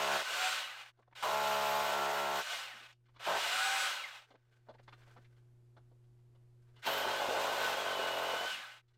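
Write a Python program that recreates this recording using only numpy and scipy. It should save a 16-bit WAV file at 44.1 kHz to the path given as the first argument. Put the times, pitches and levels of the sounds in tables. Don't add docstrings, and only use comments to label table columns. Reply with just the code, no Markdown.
import sys
import numpy as np
from scipy import signal
from scipy.fft import rfft, irfft, next_fast_len
from scipy.io import wavfile
from scipy.ndimage import uniform_filter1d

SR = 44100
rng = np.random.default_rng(int(sys.argv[2]) if len(sys.argv) > 2 else 0)


def to_wav(sig):
    pcm = np.clip(np.atleast_2d(sig), -1, 1) * 32767
    pcm = np.round(pcm).astype(np.int16)
    wavfile.write(sys.argv[1], SR, pcm.T)


def gain_from_db(level_db):
    decades = np.asarray(level_db, float) / 20
    return 10 ** decades


N = 395577

T = np.arange(N) / SR
LAST_HOLE = T > 5
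COAST_HALF_S, CRAWL_HZ = .14, 10

# (time [s], depth [0-1])
DEPTH = [
    (0, 1),
    (.3, 1),
    (1.2, 0),
    (1.9, 0),
    (2.0, 1),
]
# (time [s], peak
# level [dB], pitch [Hz])
STRIKES = [(1.226, -27, 1100), (1.232, -23, 1000), (1.243, -25, 800), (1.251, -28, 900), (6.846, -42, 3350),
           (6.864, -31, 2950), (6.873, -30, 2950), (6.871, -22, 727), (7.002, -29, 894), (7.044, -27, 869),
           (7.066, -28, 560), (7.198, -25, 711), (7.218, -24, 729), (7.241, -27, 800), (7.286, -25, 554),
           (7.305, -26, 643), (7.324, -27, 650), (7.342, -27, 700), (7.361, -28, 800), (7.43, -27, 700),
           (7.442, -27, 800), (7.468, -28, 1300), (7.511, -26, 907), (7.576, -27, 754), (7.766, -31, 662),
           (7.853, -29, 869), (7.953, -27, 856), (7.991, -27, 536), (8.029, -29, 581), (8.132, -31, 703),
           (8.331, -30, 721), (8.387, -31, 864), (8.407, -30, 568), (8.43, -30, 729)]


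def unit(x):
    return x / np.sqrt(np.mean(x ** 2) + 1e-20)


def in_time(rows):
    s, *columns = np.transpose(rows)
    return [np.interp(T, s, column) for column in columns]


def at_hz(points, hz):
    point_hz, db = np.array(points)[:, 0], np.array(points)[:, 1]
    return np.interp(np.log(hz + 1e-9), np.log(point_hz), db)


def noise(spectrum, band=(20, 20000)):
    size = next_fast_len(N)
    hz = np.arange(size // 2 + 1) * SR / size
    shape = gain_from_db(at_hz(spectrum, hz))
    inside = np.sum(shape[(hz > band[0]) & (hz < band[1])] ** 2) / len(hz)
    return irfft(rfft(rng.standard_normal(size)) * shape / np.sqrt(inside), size)[:N]


def drift(rate):
    r = np.exp(-80 * np.pi * rate / SR)
    slow = signal.lfilter([1], [1, -2 * r, r * r], rng.standard_normal(N // 40 + 2002))[2000:]
    return np.interp(np.arange(N) / 40, np.arange(len(slow)), unit(slow))


def resonance(x, hz, width_hz):
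    r = np.exp(-np.pi * width_hz / SR)
    poles = [1, -2 * r * np.cos(2 * np.pi * hz / SR), r * r]
    return signal.lfilter(np.array([1, 0, -1]) * (1 - r * r) / 2, poles, x)


def burst(turns, sharp):
    size = gain_from_db(1.3 * rng.standard_normal(1000))[turns.astype(int)]
    return unit(uniform_filter1d(size * np.exp(-sharp * (turns % 1)), size=130))


def room(x):
    t60_s, echo_db = 0.19, -7.5
    t = np.arange(9000) / SR
    echoes = rng.standard_normal(9000) * gain_from_db(-60 * t / t60_s) * (t > .002)
    echoes = echoes / np.linalg.norm(echoes)
    wet = x + gain_from_db(echo_db) * signal.fftconvolve(x, echoes)[:N]
    return wet / np.sqrt(1 + gain_from_db(2 * echo_db))


def drill():
    crank_hz, even, motor_db, push_db, coast_s, bite_db = controls()
    turns = np.cumsum(crank_hz) / SR
    load = np.sqrt(np.clip(1 - gain_from_db(2 * (-2.5 - push_db)), 0, 1))
    load_db = 20 * np.log10(load + 1e-3)
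    drum_db = motor_db + push_db
    thump_db = drum_db + load_db + np.where(LAST_HOLE, -21, -31 + 12 * even)
    hammer_db = drum_db + load_db

    ground = grit(turns, even, hammer_db)
    drum = blows(turns, crank_hz, even, thump_db, hammer_db + 10 * np.log10(even + 1e-3))
    sizzle = bit(turns, crank_hz, motor_db, load, bite_db)
    machine = motor(turns, crank_hz, load)
    machine += gears(turns, crank_hz, coast_s) + pinion(turns, crank_hz, even, coast_s)
    spin = np.clip(crank_hz / 70, 0, 1) ** 2
    machine += gain_from_db(-36.5 + 1.0 * load) * spin * np.sin(2 * np.pi * turns)
    lumpy_db = 1.8 * np.clip(coast_s / .25 - .5, 0, 1) * drift(25)
    return gain_from_db(motor_db + lumpy_db) * machine + lulls() * (ground + drum) + sizzle


def controls():
    # (time [s], crank speed [Hz], evenness of blows [0-1])
    speeds = [
        [(0, 70.6, .85), (.16, 70.3, .9), (.2, 68.6, .45), (.26, 62, .2), (.31, 73, .1), (.4, 79, .1),
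         (.52, 80, .1)],
        [(1.22, 56, .2), (1.34, 71.6, .8), (1.46, 71.3, .88), (1.73, 71.1, .88), (1.82, 71.8, .85),
         (1.89, 71.4, .6), (1.97, 71.6, .85), (2.06, 70.3, .88), (2.14, 71.2, .65), (2.22, 70.9, .88),
         (2.4, 69.8, .8), (2.46, 63, .2), (2.53, 77, .1)],
        [(3.26, 46, .3), (3.36, 56, .3), (3.46, 72, .15), (3.55, 79.5, .1), (3.65, 82.4, .1), (3.86, 82.8, .1)],
        [(6.87, 45.6, .4), (7.09, 46.5, .42), (7.19, 51, .65), (7.37, 54.3, .75), (7.45, 55.2, .6),
         (7.55, 51.3, .45), (7.7, 46.5, .4), (7.8, 49.8, .65), (7.95, 45.4, .7), (8.02, 43.9, .8),
         (8.18, 43.6, .9), (8.38, 44.5, .7), (8.51, 46.2, .6)],
    ]
    # (time [s], motor level [dB], push of the bit on the slab [dB])
    efforts = [
        [(0, -39.5, 1.18), (.165, -39.5, 2.5), (.18, -41, -.5), (.2, -40.5, 1), (.222, -42, 0),
         (.24, -45, -3.5), (.31, -41, -1.5), (.44, -37.5, -2.5), (.52, -39.5, -2.5)],
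        [(1.151, -53, -9), (1.222, -51, -4), (1.232, -42, 6), (1.3, -42.5, 5), (1.8, -41.5, 5), (2.288, -45, 5),
         (2.394, -42, 3.5), (2.44, -47.5, -4), (2.53, -42, -2)],
        [(3.194, -55, -1.16), (3.256, -43.5, -3.5), (3.28, -41, 4.5), (3.356, -43, 5), (3.398, -40, -1.5),
         (3.566, -37.5, -2.5), (3.86, -39, -2.5)],
        [(6.82, -57, -9), (6.868, -39, 3.1), (6.93, -41, 2), (7.1, -43, 5), (7.18, -43, 3), (7.22, -43, 5),
         (7.27, -43, 4.5), (7.44, -42.5, 6.5), (7.56, -42, 3), (7.65, -40, 2.5), (7.76, -43.5, 3.5),
         (8.43, -44, 3), (8.47, -43, -1.5), (8.51, -43, -2.5)],
    ]
    # (motor halts [s], fade while coasting [dB/s], extra sizzle of the loaded bit [dB])
    stops = [
        (.922, 43, 3),
        (2.95, 48.5, 12),
        (4.27, 47, 4),
        (8.82, 53.5, 7),
    ]
    spin_up_hz_per_s, coast_bend, halt_bend = 420, 1.7, 8.16
    start_db, start_s = 9, .004
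    lift_db_per_s = 22

    out = np.zeros((6, N)) + [[CRAWL_HZ], [0], [-115], [-9], [0], [0]]
    for speed, effort, (halt, fade_db, bite_db) in zip(speeds, efforts, stops):
        (crank_hz, even), (motor_db, push_db) = in_time(speed), in_time(effort)
        start, release = effort[0][0], speed[-1][0]
        coast_s = np.maximum(T - release, 0)
        crank_hz = crank_hz / (1 + (coast_s / COAST_HALF_S) ** coast_bend)
        crank_hz = crank_hz - spin_up_hz_per_s * np.maximum(speed[0][0] - T, 0)
        left = np.clip(1 - (coast_s / (halt - release)) ** halt_bend, 1e-3, 1)
        motor_db = motor_db - fade_db * coast_s + 20 * np.log10(left)
        motor_db = motor_db - start_db * np.exp(-np.maximum(T - start, 0) / start_s) * (start > 0)
        push_db = push_db - lift_db_per_s * coast_s
        run = np.array([np.maximum(crank_hz, CRAWL_HZ), even, motor_db, push_db, coast_s, bite_db + 0 * T])
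        on = (T > start) & (T < halt)
        out[:, on] = run[:, on]
    return out


def blows(turns, crank_hz, even, thump_db, drum_db):
    # (multiple of the usual blow rate [1], level [dB])
    shallow_blow = [(1, -28.5), (2, -19), (3, -16), (4, -37.5), (5, -20), (6, -8), (7, -19.5), (8, -5),
                    (9, 0.5), (10, -4), (11, -19), (12, 3.5), (13, -5.5), (14, -6), (15, -3), (16, -9.5),
                    (17, -9.5), (18, -11), (19, -4.5), (20, -10.5), (22, -19), (28, -26)]
    # (multiple of the usual blow rate [1], level [dB])
    deep_blow = [(1, -31.5), (2, -17.5), (3, -14), (4, -32.5), (5, -10), (6, -7), (7, -16.5), (8, -4),
                 (9, 0), (10, -2.5), (11, -5.5), (12, -1.5), (13, -1.5), (14, -6.5), (15, -4), (16, -7.5),
                 (17, -15.5), (18, -7.5), (19, 0), (20, -9), (22, -14), (27, -15), (29, -24)]
    # (frequency [Hz], level [dB])
    far_blow = [(44, -37), (75, -21), (130, -20), (213, -22), (320, -6), (498, -0.5), (630, 1.5),
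                (1090, -1), (1290, -5), (1470, 0), (1700, -21.5), (2210, -52.5), (3740, -120)]
    # (frequency [Hz], width [Hz], level [dB])
    slab = [
        (430, 60, -2),
        (550, 55, 3),
        (660, 55, 3),
        (870, 70, 2),
        (1060, 70, 0),
    ]
    usual_hz = 71.3
    shallow, deep = [[(k * usual_hz, db) for k, db in table] for table in (shallow_blow, deep_blow)]

    last, depth = LAST_HOLE[::64], in_time(DEPTH)[0][::64]
    first_hole = np.abs(T[::64] - .14) < .06
    late = 2 * np.pi * (turns + 0.0494 * (1 - even) ** 2 * drift(27.0))
    smear = np.where(LAST_HOLE, 2.8, 2.2)
    sweep = np.where(LAST_HOLE, .05, .2)
    out = np.zeros(N)
    for k in range(1, 37):
        hz = k * crank_hz[::64]
        near_db = (1 - depth) * at_hz(shallow, hz) + depth * at_hz(deep, hz)
        near_db = near_db - 40 * (hz > 1.04 * deep[-1][0]) + 8 * first_hole * (np.abs(hz - 1600) < 150)
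        level_db = np.where(last, at_hz(far_blow, hz) - 11.5, near_db)
        low = np.clip((300 - hz) / 60, 0, 1)
        level_db = level_db + low * (thump_db[::64] + 18.5 + 9.5 * last) + (1 - low) * (drum_db[::64] - 0.5)
        waver_db = (.12 * min(k, 16) + 3.0 * (1 - even[::64])) * np.clip(drift(9.0)[::64], -3, 1.2)
        gain = np.interp(np.arange(N), np.arange(len(hz)) * 64, gain_from_db(level_db + waver_db))
        out += gain * np.sin(k * late + rng.random() * smear + k * k * sweep + 0.024 * k * drift(14.0))
    ringing = sum(gain_from_db(db) * resonance(out, hz, width) for hz, width, db in slab)
    return np.where(LAST_HOLE, out + ringing, out)


def lulls():
    share_lost, width_s = .6, .006
    marks, t = np.zeros(N), np.arange(-1000, 1001) / SR
    marks[(np.array(STRIKES)[:, 0] * SR).astype(int) - 60] = 1
    dips = signal.fftconvolve(marks, np.exp(-(t / width_s) ** 2), "same")
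    return 1 - share_lost * np.minimum(dips, 1)


def strikes():
    rise_s, decay_s = .0012, .0065
    out, t = np.zeros(N), np.arange(2000) / SR
    fade = (1 - np.exp(-t / rise_s)) * np.exp(-t / decay_s)
    for (s, db, hz), chance in zip(STRIKES, rng.random((len(STRIKES), 3))):
        chance = chance[:, None]
        spread_hz = 170 * np.array([[-1], [0], [1]]) * (.6 + .8 * chance)
        ring = np.mean(np.sin(2 * np.pi * ((hz + spread_hz) * t + .3 * chance)), axis=0)
        first = int(s * SR)
        out[first:first + 2000] += gain_from_db(db + 5) * ring * fade
    return room(out)


def grit(turns, even, hammer_db):
    # (frequency [Hz], level [dB per Hz])
    colour = [(59, -48.5), (100, -20), (281, -24.5), (333, -8), (563, 0.5), (895, 3.5), (1200, -2.5),
              (1560, 0.5), (2560, -18.5), (4000, -10), (5200, -48.5), (8800, -120)]
    return gain_from_db(hammer_db) * (1 - even) ** .58 * room(noise(colour, (400, 1400))) * burst(turns, 0.56)


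def bit(turns, crank_hz, motor_db, load, bite_db):
    # (frequency [Hz], level [dB per Hz])
    colour = [
        (8000, -30),
        (10500, -9),
        (12000, -3),
        (14500, 0),
        (15700, -5),
    ]
    # (time [s], level [dB])
    singing = [(0, 0), (6.8, 0), (6.86, 2), (7.0, 3), (7.08, -8), (7.45, -8), (7.52, -1), (7.7, 1),
               (7.78, -7), (7.9, -3), (8.08, -7), (8.15, 0), (8.28, 0), (8.33, -7)]
    sizzle_db = -57 + 1.4 * (motor_db + 38) + load * bite_db
    sizzle_db = sizzle_db + 8.5 * np.exp(-((T - 6.93) / .04) ** 2)
    hiss = .7 * noise(colour) * burst(turns, .3) * gain_from_db(1.5 * load * drift(7))
    struck = rng.standard_normal(N) * burst(turns, 1.6)
    ring_db = -5 + in_time(singing)[0] + np.where(LAST_HOLE, 1.2, 3.5) * drift(8.0)
    ringing = unit(resonance(struck, 13250, 110)) * gain_from_db(ring_db)
    undamped = 1 - .6 * in_time(DEPTH)[0] * (crank_hz > 60)
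    return gain_from_db(sizzle_db) * (hiss + load * undamped * ringing)


def motor(turns, crank_hz, load):
    # (frequency [Hz], level [dB per Hz])
    colour = [(35, -45), (60, -31.5), (132, -44), (385, -28.5), (443, -25.5), (572, -12.5), (689, -12.5),
              (756, -7.5), (850, -9), (1520, -7), (1750, -8), (2850, -5), (4860, -13.5), (7740, -18),
              (15500, -33.5)]
    # (frequency [Hz], width [Hz], level [dB])
    modes = [(570, 26, -22), (766, 32, -27), (1084, 40, -16), (1333.2, 22, -14), (1510, 60, -7),
             (1923.4, 50, -15), (2381, 50, -20.5), (2913, 110, -11.5), (3350, 90, -14.5),
             (3681, 350, -12.5), (4082, 27, -27)]
    air = rng.standard_normal(N)
    casing = sum(gain_from_db(db + 1.7 * drift(8.9)) * unit(resonance(air, hz, width)) for hz, width, db in modes)
    casing += gain_from_db(-8 + 2.5 * drift(6.0)) * LAST_HOLE * unit(resonance(air, 1520, 26))
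    rush = noise(colour, (1800, 9000)) * gain_from_db(.5 * drift(7.9))
    dull = signal.sosfilt(signal.butter(2, 4300, fs=SR, output="sos"), rush)
    bright = np.clip(crank_hz / 60, .55, 1)
    free = 1 - .5 * load * bright ** 4
    shaken = 1 + load * (burst(turns, .2) ** .6 - 1)
    casing = free * np.clip(crank_hz / 42, .55, 1) * casing
    return shaken * room(dull + bright * (rush - dull) + casing)


def gears(turns, crank_hz, coast_s):
    # (multiple of crank speed [1], level [dB])
    lines = [(9.42, -13), (15, -19), (18, -11), (20, -17), (30, -22), (94.1, -21), (103.6, -27), (113, -29)]
    # (crank speed [Hz], level [dB])
    whine = [
        (30, -18),
        (45, -13),
        (65, -13),
        (71, -9),
        (77, -9),
        (80, -3),
        (82.5, 0),
    ]
    whine_db = at_hz(whine, crank_hz) - 8 * np.clip(coast_s / COAST_HALF_S, 0, 1)
    tones = sum(gain_from_db(db + 3.0 * drift(14.0)) * np.sin(2 * np.pi * k * turns + .009 * k * drift(30.0))
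                for k, db in lines)
    return gain_from_db(whine_db + 10.0) * np.clip(crank_hz / 70, 0, 1) ** 2 * tones


def pinion(turns, crank_hz, even, coast_s):
    # (frequency [Hz], level [dB])
    body = [
        (1200, -34),
        (1500, -8),
        (1750, -10),
        (2000, -7),
        (2350, -11),
        (2800, -5),
        (3400, -10),
        (3900, -30),
    ]
    teeth = 66.8
    coasting = np.clip(coast_s / COAST_HALF_S, 0, 1)
    last_db = 29 * (np.clip(even, .56 * (T < 7.28), .63) - .27)
    held_db = np.where(LAST_HOLE, last_db, -5 * (crank_hz < 65))
    level_db = -10 + (1 - coasting) * held_db + coasting * (11.5 + 2 * LAST_HOLE)
    level_db = level_db - 60 * np.maximum(coast_s - np.where(LAST_HOLE, 1.2, 1.8) * COAST_HALF_S, 0)
    level_db = level_db + at_hz(body, teeth * crank_hz) + 3.5 + 2.8 * drift(45.0)
    return gain_from_db(level_db) * np.sin(2 * np.pi * teeth * turns + 1.0 * drift(40.0))


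def knocks():
    # (time [s], peak level [dB], pitch
    # [Hz], edge against body [dB], contact [s])
    bumps = [(0.986, -56, 519, -29.5, 0.03), (1.024, -59, 1050, -30, .014), (1.112, -62, 950, -20, .014),
             (3.148, -63, 900, -8, .014), (3.183, -58, 1200, -8, .012), (1.077, -55, 597, -27.5, 0.0118),
             (1.126, -50, 1035, -32, 0.0127), (2.925, -56, 2770, -23, 0.0124),
             (3.16, -51, 1100, -14, 0.022), (4.303, -52, 550, -15, 0.028), (4.339, -51, 469, -26, 0.0278),
             (4.684, -40, 560, -26, 0.0335), (4.738, -59, 1600, -30, .018), (4.744, -50, 445, -22, 0.0185),
             (4.667, -60, 700, -30, .02), (4.782, -58, 1700, -30, .03), (4.354, -56, 1500, -20, .012),
             (1.015, -76, 3700, -30, .02), (.972, -68, 700, -15, .02), (4.795, -50, 550, -22, 0.0122),
             (4.877, -44, 930, -16, 0.0212), (4.892, -54.5, 960, -6.5, 0.0098),
             (4.924, -44.5, 1244, -17, 0.0226), (5.01, -59, 1500, -14, .04), (5.069, -57, 590, -13.5, 0.03),
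             (5.099, -58, 1250, -16, .025), (5.18, -54, 250, -30, .02), (5.16, -47.5, 830, -22, 0.0302),
             (5.764, -51.5, 686, -19, 0.0304), (5.914, -58.5, 408, -25.5, 0.021),
             (2.73, -59, 190, -39, .06), (2.8, -59, 300, -41, 0.053), (8.51, -57, 170, -40, 0.073),
             (8.57, -57, 170, -39.5, .05), (6.757, -61, 900, -4, .045), (6.862, -29, 900, -14, .022)]
    # (time [s], peak level [dB], pitch [Hz], papery edge level [dB])
    ticks = [(3.055, -71, 1500, -77), (3.083, -62, 980, -77), (4.522, -68, 1500, -80),
             (4.829, -66, 4000, -77), (5.243, -60, 1990, -80), (5.363, -73, 404, -77),
             (6.036, -77, 3000, -90), (6.186, -74, 1000, -88), (6.348, -64, 553, -79),
             (6.618, -74, 4200, -84), (6.686, -69, 1060, -84), (8.879, -75, 3325, -82),
             (8.935, -75, 3350, -82)]
    # (frequency [Hz], width [Hz], level [dB])
    shell_modes = [
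        (1520, 140, 0),
        (2050, 260, 0),
        (2890, 200, -2),
        (3400, 200, -3),
        (4050, 260, -9),
    ]
    out, t = np.zeros(N + 4000), np.arange(4000) / SR
    rows = bumps + [(s, db, hz, edge_db - db, .025) for s, db, hz, edge_db in ticks]
    draws = rng.standard_normal((len(rows), 2, 4000))
    edge_band = signal.butter(2, [1300, 4500], "band", fs=SR, output="sos")
    for (s, db, hz, edge_db, contact), (draw, grain) in zip(rows, draws):
        press = 1 - np.exp(-(t / (.001 + .16 * contact)) ** 2)
        touch = press * np.exp(-(t / contact) ** 4 - t / 0.1)
        hollow = resonance(resonance(draw, hz, .4 * hz), hz, .9 * hz)
        thud_band = signal.butter(4, [200, 2.3 * hz], "band", fs=SR, output="sos")
        body = unit(hollow) + 0.8 * unit(signal.sosfilt(thud_band, grain))
        body = body / np.sqrt(uniform_filter1d(body ** 2, size=350))
        shell = sum(gain_from_db(ring_db + 2.5 * g) * resonance(draw, f, w) for (f, w, ring_db), g in zip(shell_modes, grain))
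        paper = .2 * unit(signal.sosfilt(edge_band, grain))
        edge = unit(unit(signal.sosfilt(edge_band, shell)) + paper) * gain_from_db(edge_db + 9.0)
        first = int((s - .002) * SR)
        out[first:first + 4000] += gain_from_db(db - 7) * touch * (body + edge)
    return 0.322 * out[:N] + 0.515 * room(out[:N])


def rustle():
    # (time [s], peak level [dB], swell and fade [s per 10 dB])
    moves = [(1.0, -74, .08), (1.14, -75, 0.12), (3.08, -75, .08), (3.18, -71.5, 0.06),
             (4.27, -64.5, 0.1037), (4.44, -70, .1), (4.57, -68, 0.2), (5.02, -59, 0.12), (5.1, -57.5, .16),
             (5.38, -68, .06), (5.9, -85, 1.5), (6.66, -79, 0.1), (6.81, -61, 0.0848), (8.97, -77, 0.45)]
    # (frequency [Hz], level [dB per Hz])
    colour = [(240, -32.5), (400, -12.5), (452, -1.5), (495, -13.5), (593, -10.5), (1010, -11.5),
              (1400, -9), (1530, -2), (1690, -11.5), (5860, -23.5), (15000, -36)]
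    level_db = np.max([db - 10 * np.abs(T - s) / fade for s, db, fade in moves], axis=0)
    return gain_from_db(level_db - 11.5 + 3.0 * drift(40.0)) * noise(colour, (500, 6000))


def basement(loud):
    # (frequency [Hz], level [dB])
    hum_lines = [
        (120.6, -62.5),
        (358.8, -79),
        (241.5, -95),
    ]
    # (frequency [Hz], level [dB per Hz])
    hiss = [(20, -10), (40, -12), (80, -15.5), (170, -23.5), (400, -27), (1700, -41.5), (6000, -48.5),
            (12000, -49), (15000, -71)]
    quiet_db, recovery_db_per_s = -57, 22
    hum = sum(gain_from_db(db + 3) * np.sin(2 * np.pi * hz * T) for hz, db in hum_lines)
    loud_db = 10 * np.log10(uniform_filter1d(loud ** 2, size=2000) + 1e-12)
    over_db = np.maximum(loud_db - quiet_db, 0)
    recovery_db = recovery_db_per_s * T
    held_db = np.maximum.accumulate(over_db + recovery_db) - recovery_db
    gain = gain_from_db(-uniform_filter1d(held_db, size=3000))
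    return gain * (hum + gain_from_db(-83) * noise(hiss, (400, 15000)))


def scene():
    tool = drill() + strikes()
    mono = tool + knocks() + rustle() + basement(tool)
    return np.array([mono, mono])


def band_limit(x):
    return signal.sosfilt(signal.butter(12, 15690, fs=SR, output="sos"), x)


def record(dry):
    heard = dry - .5 * resonance(dry, 10300, 900)
    return band_limit(heard)


dry = scene()
out = record(dry)
to_wav(out)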